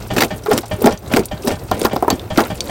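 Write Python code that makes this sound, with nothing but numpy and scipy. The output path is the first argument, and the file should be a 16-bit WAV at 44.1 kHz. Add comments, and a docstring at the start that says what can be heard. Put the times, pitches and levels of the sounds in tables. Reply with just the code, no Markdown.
"""Jaw crusher and slow engine

A jaw crusher runs outdoors, close by; its one-cylinder engine knocks and thumps five times a second.
About three times a second the jaw closes: grit grinds, rock slips, cracks and thuds in the iron frame,
and chips fly off. A thrown stone bounces down between the plates. Sources are damped modes, shaped noise
and short tones. The loudest blows drive the gain down and meet a fast limiter."""
import sys
import numpy as np
from scipy import signal
from scipy.fft import rfft, irfft, next_fast_len
from scipy.io import wavfile
from scipy.ndimage import uniform_filter1d, minimum_filter1d, map_coordinates

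SR = 44100
rng = np.random.default_rng(int(sys.argv[2]) if len(sys.argv) > 2 else 0)


def master(y):
    """Save y as 16-bit WAV."""
    cut = np.clip(np.atleast_2d(y).T, -1, 1)
    pcm = np.round(cut * 32767)  # scale
    wavfile.write(sys.argv[1], SR, pcm.astype(np.int16))


N = 119070
T = np.arange(int(.3 * SR)) / SR  # time axis of one hit, s

# All levels are ahead of the microphone gain.
# drive hum: pitch_hz, level_db
HUM_TONES = [(112, -40.5)]
# rumble spectrum: freq_hz, gain_db
RUMBLE_SPECTRUM = [(24, -57), (48, 16.5), (100, 15.5), (160, 8.5), (400, 8), (750, 2), (2500, -18),
                   (7000, -25.5), (15500, -19.5)]
HUM_WAVER_HZ = 1.4
RUMBLE_DB, RUMBLE_SWAY_DB = -33.5, 3

# engine firings: start_s
FIRINGS = [0.102, .304, 0.507, 0.711, .911, 1.111, 1.311, 1.512, 1.712, 1.910, 2.106, 2.302, 2.499, 2.691]
# engine block modes: pitch_hz, level_db
BLOCK_MODES = [(614, 6), (795, 1), (950, -9), (1560, -13.5), (1810, -4.5), (2340, -9), (2930, -9),
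               (3220, -7), (3460, -12.5), (4690, -14.5)]
# engine clatter spectrum: freq_hz, gain_db
CLATTER_SPECTRUM = [(100, 18), (300, 8), (800, 8), (1400, 3), (4800, -8), (8000, -13), (15000, -60)]
# exhaust puff and its reflection: delay_s (after firing), width_s, level_db
PUFFS = [(0.0226, 0.0018, -16), (0.033, 0.0027, -16)]
BLOCK_DB, BLOCK_T60_S = -23.5, 0.14
CLATTER_DB, CLATTER_T60_S = -20.5, 0.15

# jaw closings: middle_s, half_width_s (to 1/e), grinding_db
BITES = [(0.213, 0.05, -30), (0.537, 0.049, -28.5), (0.86, 0.046, -29), (1.145, 0.045, -30),
         (1.486, 0.043, -28.5), (1.818, 0.078, -34), (2.413, 0.06, -31.5), (2.70, 0.086, -38)]
GRIT_PER_S, GRIT_SPREAD_DB = 910, 6
IDLE_GRIT_DB, GROAN_DB = -43.5, 8  # groan re grit

# rock slipping on the plates: start_s, level_db, pitch_hz, swell_s (to peak)
SLIPS = [(.458, -18.5, 414, 0.0051), (.480, -10.5, 428, 0.0094), (0.504, -8, 433, .012),
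         (.528, -15, 248, 0.013), (.781, -25.5, 405, 0.011), (.817, -11.5, 448, 0.0043),
         (.836, -5, 237.5, 0.018), (1.444, -14.5, 406, 0.0083)]
SLIP_WAVER_SHARE, SLIP_OVERTONE_DB = 0.07, -17.5

# flying chips: start_s, level_db, pitch_hz
CHIPS = [(0.174, -34, 7400), (0.822, -27, 14000), (0.925, -31, 5900), (0.975, -37.5, 5940),
         (1.256, -26.5, 9300), (1.815, -28, 5320), (2.1025, -18, 4480), (2.195, -34, 3560),
         (2.606, -19.5, 4510)]
CHIP_OCTAVES, CHIP_T60_S, CHIP_PING_DB = 1, 0.014, -5.5  # ping re tick

# thrown stone's contacts: start_s, knock_db, pitch_hz, crack_db
BOUNCES = [(1.7141, -12, 770, -25.5), (1.815, -17.5, 462, -27.5), (1.848, -11, 414, -21),
           (1.852, -7, 1018, -10.5), (1.932, -15.5, 565, -32), (1.9615, -13, 751, -26),
           (2.0249, -10, 720, -33), (2.046, -21, 825, -49), (2.0801, -9.5, 955, -31.5),
           (2.1035, -12.5, 776, -19)]
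# stone knock partials: pitch_ratio, level_db
KNOCK_PARTIALS = [(.36, -2), (.62, -5), (1, 3), (1.35, -4), (1.8, -14.5)]
KNOCK_DECAY_S = 0.0015  # time constant
KNOCK_FRAME_DB, CONTACT_DB = -2.5, -21  # re knock

# jaw blows on rock: start_s, thud_db, thud_centre_hz, crack_db
BLOWS = [(.165, -15.5, 505, -21.5), (.182, -13, 318, -15), (.206, -19, 543, -13.5),
         (.219, -12.5, 660, -7.5), (0.2349, -16.5, 300, -15), (.461, -20.5, 900, -29.5),
         (.514, -12, 880, -21.5), (.578, -19, 290, -16.5), (.633, -27, 750, -60), (.843, -8.5, 470, -24.5),
         (.860, 0.5, 470, -15.5), (.872, -7, 775, -16), (1.137, -7, 305, -13.5), (1.163, -9, 452, -14.5),
         (1.170, -13.5, 690, -16), (1.193, -9, 340, -25.5), (1.4737, -12, 468, -20),
         (2.127, -13.5, 294, -31), (2.3754, -4, 298, -13), (2.383, -6.5, 970, -22), (2.405, -11, 600, -18)]
# crusher frame modes: pitch_hz, level_db
FRAME_MODES = [(178, -14), (220, 2.5), (247, 3), (290, -11), (352, -3), (392, -4), (432, -4.5), (525, -21),
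               (690, -9.5), (812, -8), (1240, -15.5), (1385, -8)]
# crack spectrum: freq_hz, gain_db
CRACK_SPECTRUM = [(60, -11), (700, 5), (2000, 4), (3000, -2), (4500, -0.5), (8000, -10), (15500, -8)]
FRAME_T60_S = 0.086
THUD_OCTAVES, THUD_RISE_S = 1, 0.00059
THUD_NOISE_DB, THUD_NOISE_T60_S = -2.5, 0.14
CRACK_T60_S, CRACK_TAIL_DB, CRACK_TAIL_T60_S = 0.003, -1, 0.046
CRACKLE_DB, CRACKLE_PER_S = 5.5, 800
SHARD_RIPPLE_DB, SHARD_RIPPLE_HZ = 3.5, 280

MIC_DIP_HZ, MIC_DIP_SHARE, MIC_DIP_OCTAVES = 10690, 0.49, 0.12  # treble hollow
MIC_GAIN_DB = 2.5
DUCK_ABOVE_RMS, DUCK_SLOPE = 0.25, 0.36  # slope: dB of cut per dB over
DUCK_S_PER_NEPER = 1  # recovery of the held excess
LIMITER_SAMPLES, TOP_HZ = 65, 15900


def amp(db):
    """Decibels to amplitude."""
    return 10 ** (np.asarray(db) / 20)


def unit(x):
    """Scale to rms 1."""
    return x / np.sqrt(np.mean(x ** 2) + 1e-20)


def burst(x):
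    """Scale a hit to the energy of 10 ms at rms 1."""
    return x / np.sqrt(np.sum(x ** 2) / (.01 * SR) + 1e-20)


def fade(t60_s):
    """Exponential decay, 60 dB in t60_s."""
    return np.exp(-np.log(1000) * T / t60_s)


def colour(points):
    """Gain over frequency through (Hz, dB) points."""
    freq_hz, gain_db = np.transpose(points)
    return lambda hz: amp(np.interp(np.log(hz + 1), np.log(freq_hz), gain_db))


def bell(centre_hz, octaves):
    """Gain of a hump around a frequency."""
    return lambda hz: 1 / (1 + (np.log2((hz + 1) / centre_hz) / octaves) ** 2 / 2) ** 3


def shard(gain):
    """Each piece of rock adds its own random resonances to a spectrum."""
    knots = rng.standard_normal(256)

    def rippled(hz):
        ripple = map_coordinates(knots, [hz / SHARD_RIPPLE_HZ], mode="wrap")
        return gain(hz) * amp(SHARD_RIPPLE_DB * np.minimum(hz / 2000, 1) * ripple)
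    return rippled


def filtered(x, gain):
    """Apply a gain over frequency."""
    m = next_fast_len(len(x) + 4096)
    return irfft(rfft(x, m) * gain(np.fft.rfftfreq(m, 1 / SR)), m)[:len(x)]


def noise(gain, size):
    """Coloured noise of rms 1."""
    return unit(filtered(rng.standard_normal(size), gain))


def wobble(knots_per_s):
    """Smooth random curve through normal knots."""
    return map_coordinates(rng.standard_normal(200), [np.arange(N) * knots_per_s / SR], mode="wrap")


def add(track, start_s, sound):
    """Mix a sound into a track."""
    part = track[max(round(start_s * SR), 0):][:len(sound)]
    part += sound[:len(part)]


def ring(modes, t60_s, weight, blur):
    """Damped modes with varied strike levels; rattling contact blurs each by a share of its pitch."""
    hz, db = np.transpose(modes)
    gains = amp(db + rng.normal(0, 2, len(hz))) * weight(hz)
    steps = rng.standard_normal((len(hz), len(T))) * np.sqrt(2 * np.pi * blur * hz[:, None] / SR)
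    phases = rng.uniform(0, 2 * np.pi, (len(hz), 1)) + np.cumsum(steps, axis=1)
    return gains @ (np.sin(2 * np.pi * hz[:, None] * T + phases) * fade(t60_s))


def thud(centre_hz):
    """The frame rings around the frequency that the contact favours."""
    weight = bell(centre_hz, THUD_OCTAVES)
    dense = burst(noise(weight, len(T)) * fade(THUD_NOISE_T60_S))
    modes = burst(ring(FRAME_MODES, FRAME_T60_S, weight, blur=0.0029))
    rise = 1 - np.exp(-T / THUD_RISE_S)
    return burst((modes + amp(THUD_NOISE_DB) * dense) * rise)


def crack():
    """Rock snaps, and its splinters crackle on briefly in the jaw chamber."""
    splinters = unit(amp(CRACKLE_DB * wobble(CRACKLE_PER_S)[:len(T)]))
    tail = amp(CRACK_TAIL_DB) * splinters * fade(CRACK_TAIL_T60_S)
    return burst(noise(shard(colour(CRACK_SPECTRUM)), len(T)) * (fade(CRACK_T60_S) + tail))


def drive():
    """Belt, flywheel and bearings: steady hum and uneven rumble."""
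    out = np.zeros(N)
    for hz, db in HUM_TONES:
        level = amp(db + wobble(8.5))
        phase = 2 * np.pi * np.cumsum(hz + HUM_WAVER_HZ * wobble(12)) / SR
        out += level * np.sqrt(2) * np.sin(phase)
    rumble_level = amp(RUMBLE_DB + RUMBLE_SWAY_DB * wobble(20))
    return out + rumble_level * noise(colour(RUMBLE_SPECTRUM), N)


def engine(rise_s=0.0045, puff_skew=0.066):
    """Each firing knocks the block; the exhaust puffs follow as pressure pulses."""
    out = np.zeros(N)
    for start_s in FIRINGS:
        knock = amp(BLOCK_DB) * ring(BLOCK_MODES, BLOCK_T60_S, np.ones_like, blur=0.0093)
        clatter = amp(CLATTER_DB) * noise(colour(CLATTER_SPECTRUM), len(T)) * fade(CLATTER_T60_S)
        add(out, start_s, (knock + clatter) * (1 - np.exp(-T / rise_s)))
        for delay_s, width_s, puff_db in PUFFS:
            u = (T - delay_s) / width_s
            puff = (1 - 2 * u ** 2 - 2 * puff_skew * u) * np.exp(-u ** 2)
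            add(out, start_s, amp(puff_db) * puff)
    return out


def grinding(groan_hz=420, grain_t60_s=0.046, grain_octaves=0.98):
    """Grit of many sizes crunches and the frame groans as the jaw closes; a little grit trickles between."""
    t = np.arange(N) / SR
    pressure = sum(amp(db) * np.exp(-((t - middle_s) / half_s) ** 2) for middle_s, half_s, db in BITES)
    grit, sizes_hz = np.zeros(N), np.geomspace(1200, 15000, 14)
    for hz in sizes_hz:
        hits = rng.random(N) < GRIT_PER_S / len(sizes_hz) / SR
        strengths = amp(GRIT_SPREAD_DB * np.minimum(rng.exponential(size=N), 4))
        grain = burst(noise(shard(bell(hz, grain_octaves)), len(T)) * fade(grain_t60_s))
        grit += signal.fftconvolve(hits * strengths, grain)[:N]
    groan = unit(signal.fftconvolve(rng.standard_normal(N), thud(groan_hz))[:N])
    return (pressure + amp(IDLE_GRIT_DB)) * unit(grit) + amp(GROAN_DB) * pressure * groan


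def slips():
    """Rock sticks and slips on the plates: a short, rough growl that swells and dies away."""
    out = np.zeros(N)
    for start_s, db, hz, swell_s in SLIPS:
        pitch_hz = hz * (1 + SLIP_WAVER_SHARE * wobble(hz / 2)[:len(T)])
        phase = 2 * np.pi * np.cumsum(pitch_hz) / SR
        growl = np.sin(phase) + amp(SLIP_OVERTONE_DB) * np.sin(2 * phase)
        u = T / swell_s
        add(out, start_s, amp(db) * growl * (u * np.exp(1 - u)) ** 2)
    return out


def chips():
    """Splinters tick against the plates, each ringing briefly at its own pitch."""
    out = np.zeros(N)
    for start_s, db, hz in CHIPS:
        long_fade = fade(4 * CHIP_T60_S)
        tick = burst(noise(shard(bell(hz, CHIP_OCTAVES)), len(T)) * (fade(CHIP_T60_S) + .2 * long_fade))
        ping = burst(noise(bell(hz, .04), len(T)) * long_fade)
        add(out, start_s, amp(db) * (tick + amp(CHIP_PING_DB) * ping))
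    return out


def stone(frame_ratio=0.76, contact_hz=12000):
    """The thrown stone ticks and knocks hollowly at each contact, ringing the frame at a lower pitch."""
    out, u = np.zeros(N), T / KNOCK_DECAY_S
    for start_s, knock_db, hz, crack_db in BOUNCES:
        partials = np.zeros(len(T))
        for ratio, db in KNOCK_PARTIALS:
            partials += amp(db) * np.sin(2 * np.pi * (ratio * hz * T + rng.random()))
        knock = burst(partials * u ** 2 * np.exp(-u))
        tick = amp(CONTACT_DB) * burst(noise(bell(contact_hz, 0.85), len(T)) * np.exp(-u))
        frame = amp(KNOCK_FRAME_DB) * thud(frame_ratio * hz)
        add(out, start_s, amp(knock_db) * (knock + tick + frame) + amp(crack_db) * crack())
    return out


def jaw():
    """Each blow of the jaw thuds in the frame and cracks the rock."""
    out = np.zeros(N)
    for start_s, thud_db, hz, crack_db in BLOWS:
        add(out, start_s, amp(thud_db) * thud(hz) + amp(crack_db) * crack())
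    return out


def scene():
    """The machine in the open air, one channel."""
    return (drive() + engine() + grinding() + slips() + chips() + stone() + jaw())[None]


def record(dry):
    """Treble hollow, gain ducking after loud blows, fast peak limiter, band limit."""
    x = filtered(dry[0], lambda hz: 1 - MIC_DIP_SHARE * bell(MIC_DIP_HZ, MIC_DIP_OCTAVES)(hz))
    rms = np.sqrt(np.abs(uniform_filter1d(x ** 2, size=441)) + 1e-12)
    # hold the log excess, letting it fall linearly
    recovery = np.arange(N) / SR / DUCK_S_PER_NEPER
    held = np.maximum.accumulate(np.log(rms / DUCK_ABOVE_RMS) + recovery) - recovery
    x = amp(MIC_GAIN_DB) * x * np.exp(-DUCK_SLOPE * np.maximum(held, 0))
    needed = minimum_filter1d(1 / np.maximum(np.abs(x), 1), size=LIMITER_SAMPLES)
    limited = x * uniform_filter1d(needed, size=LIMITER_SAMPLES)
    return filtered(limited, lambda hz: hz < TOP_HZ)[None]


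dry = scene()
out = record(dry)
master(out)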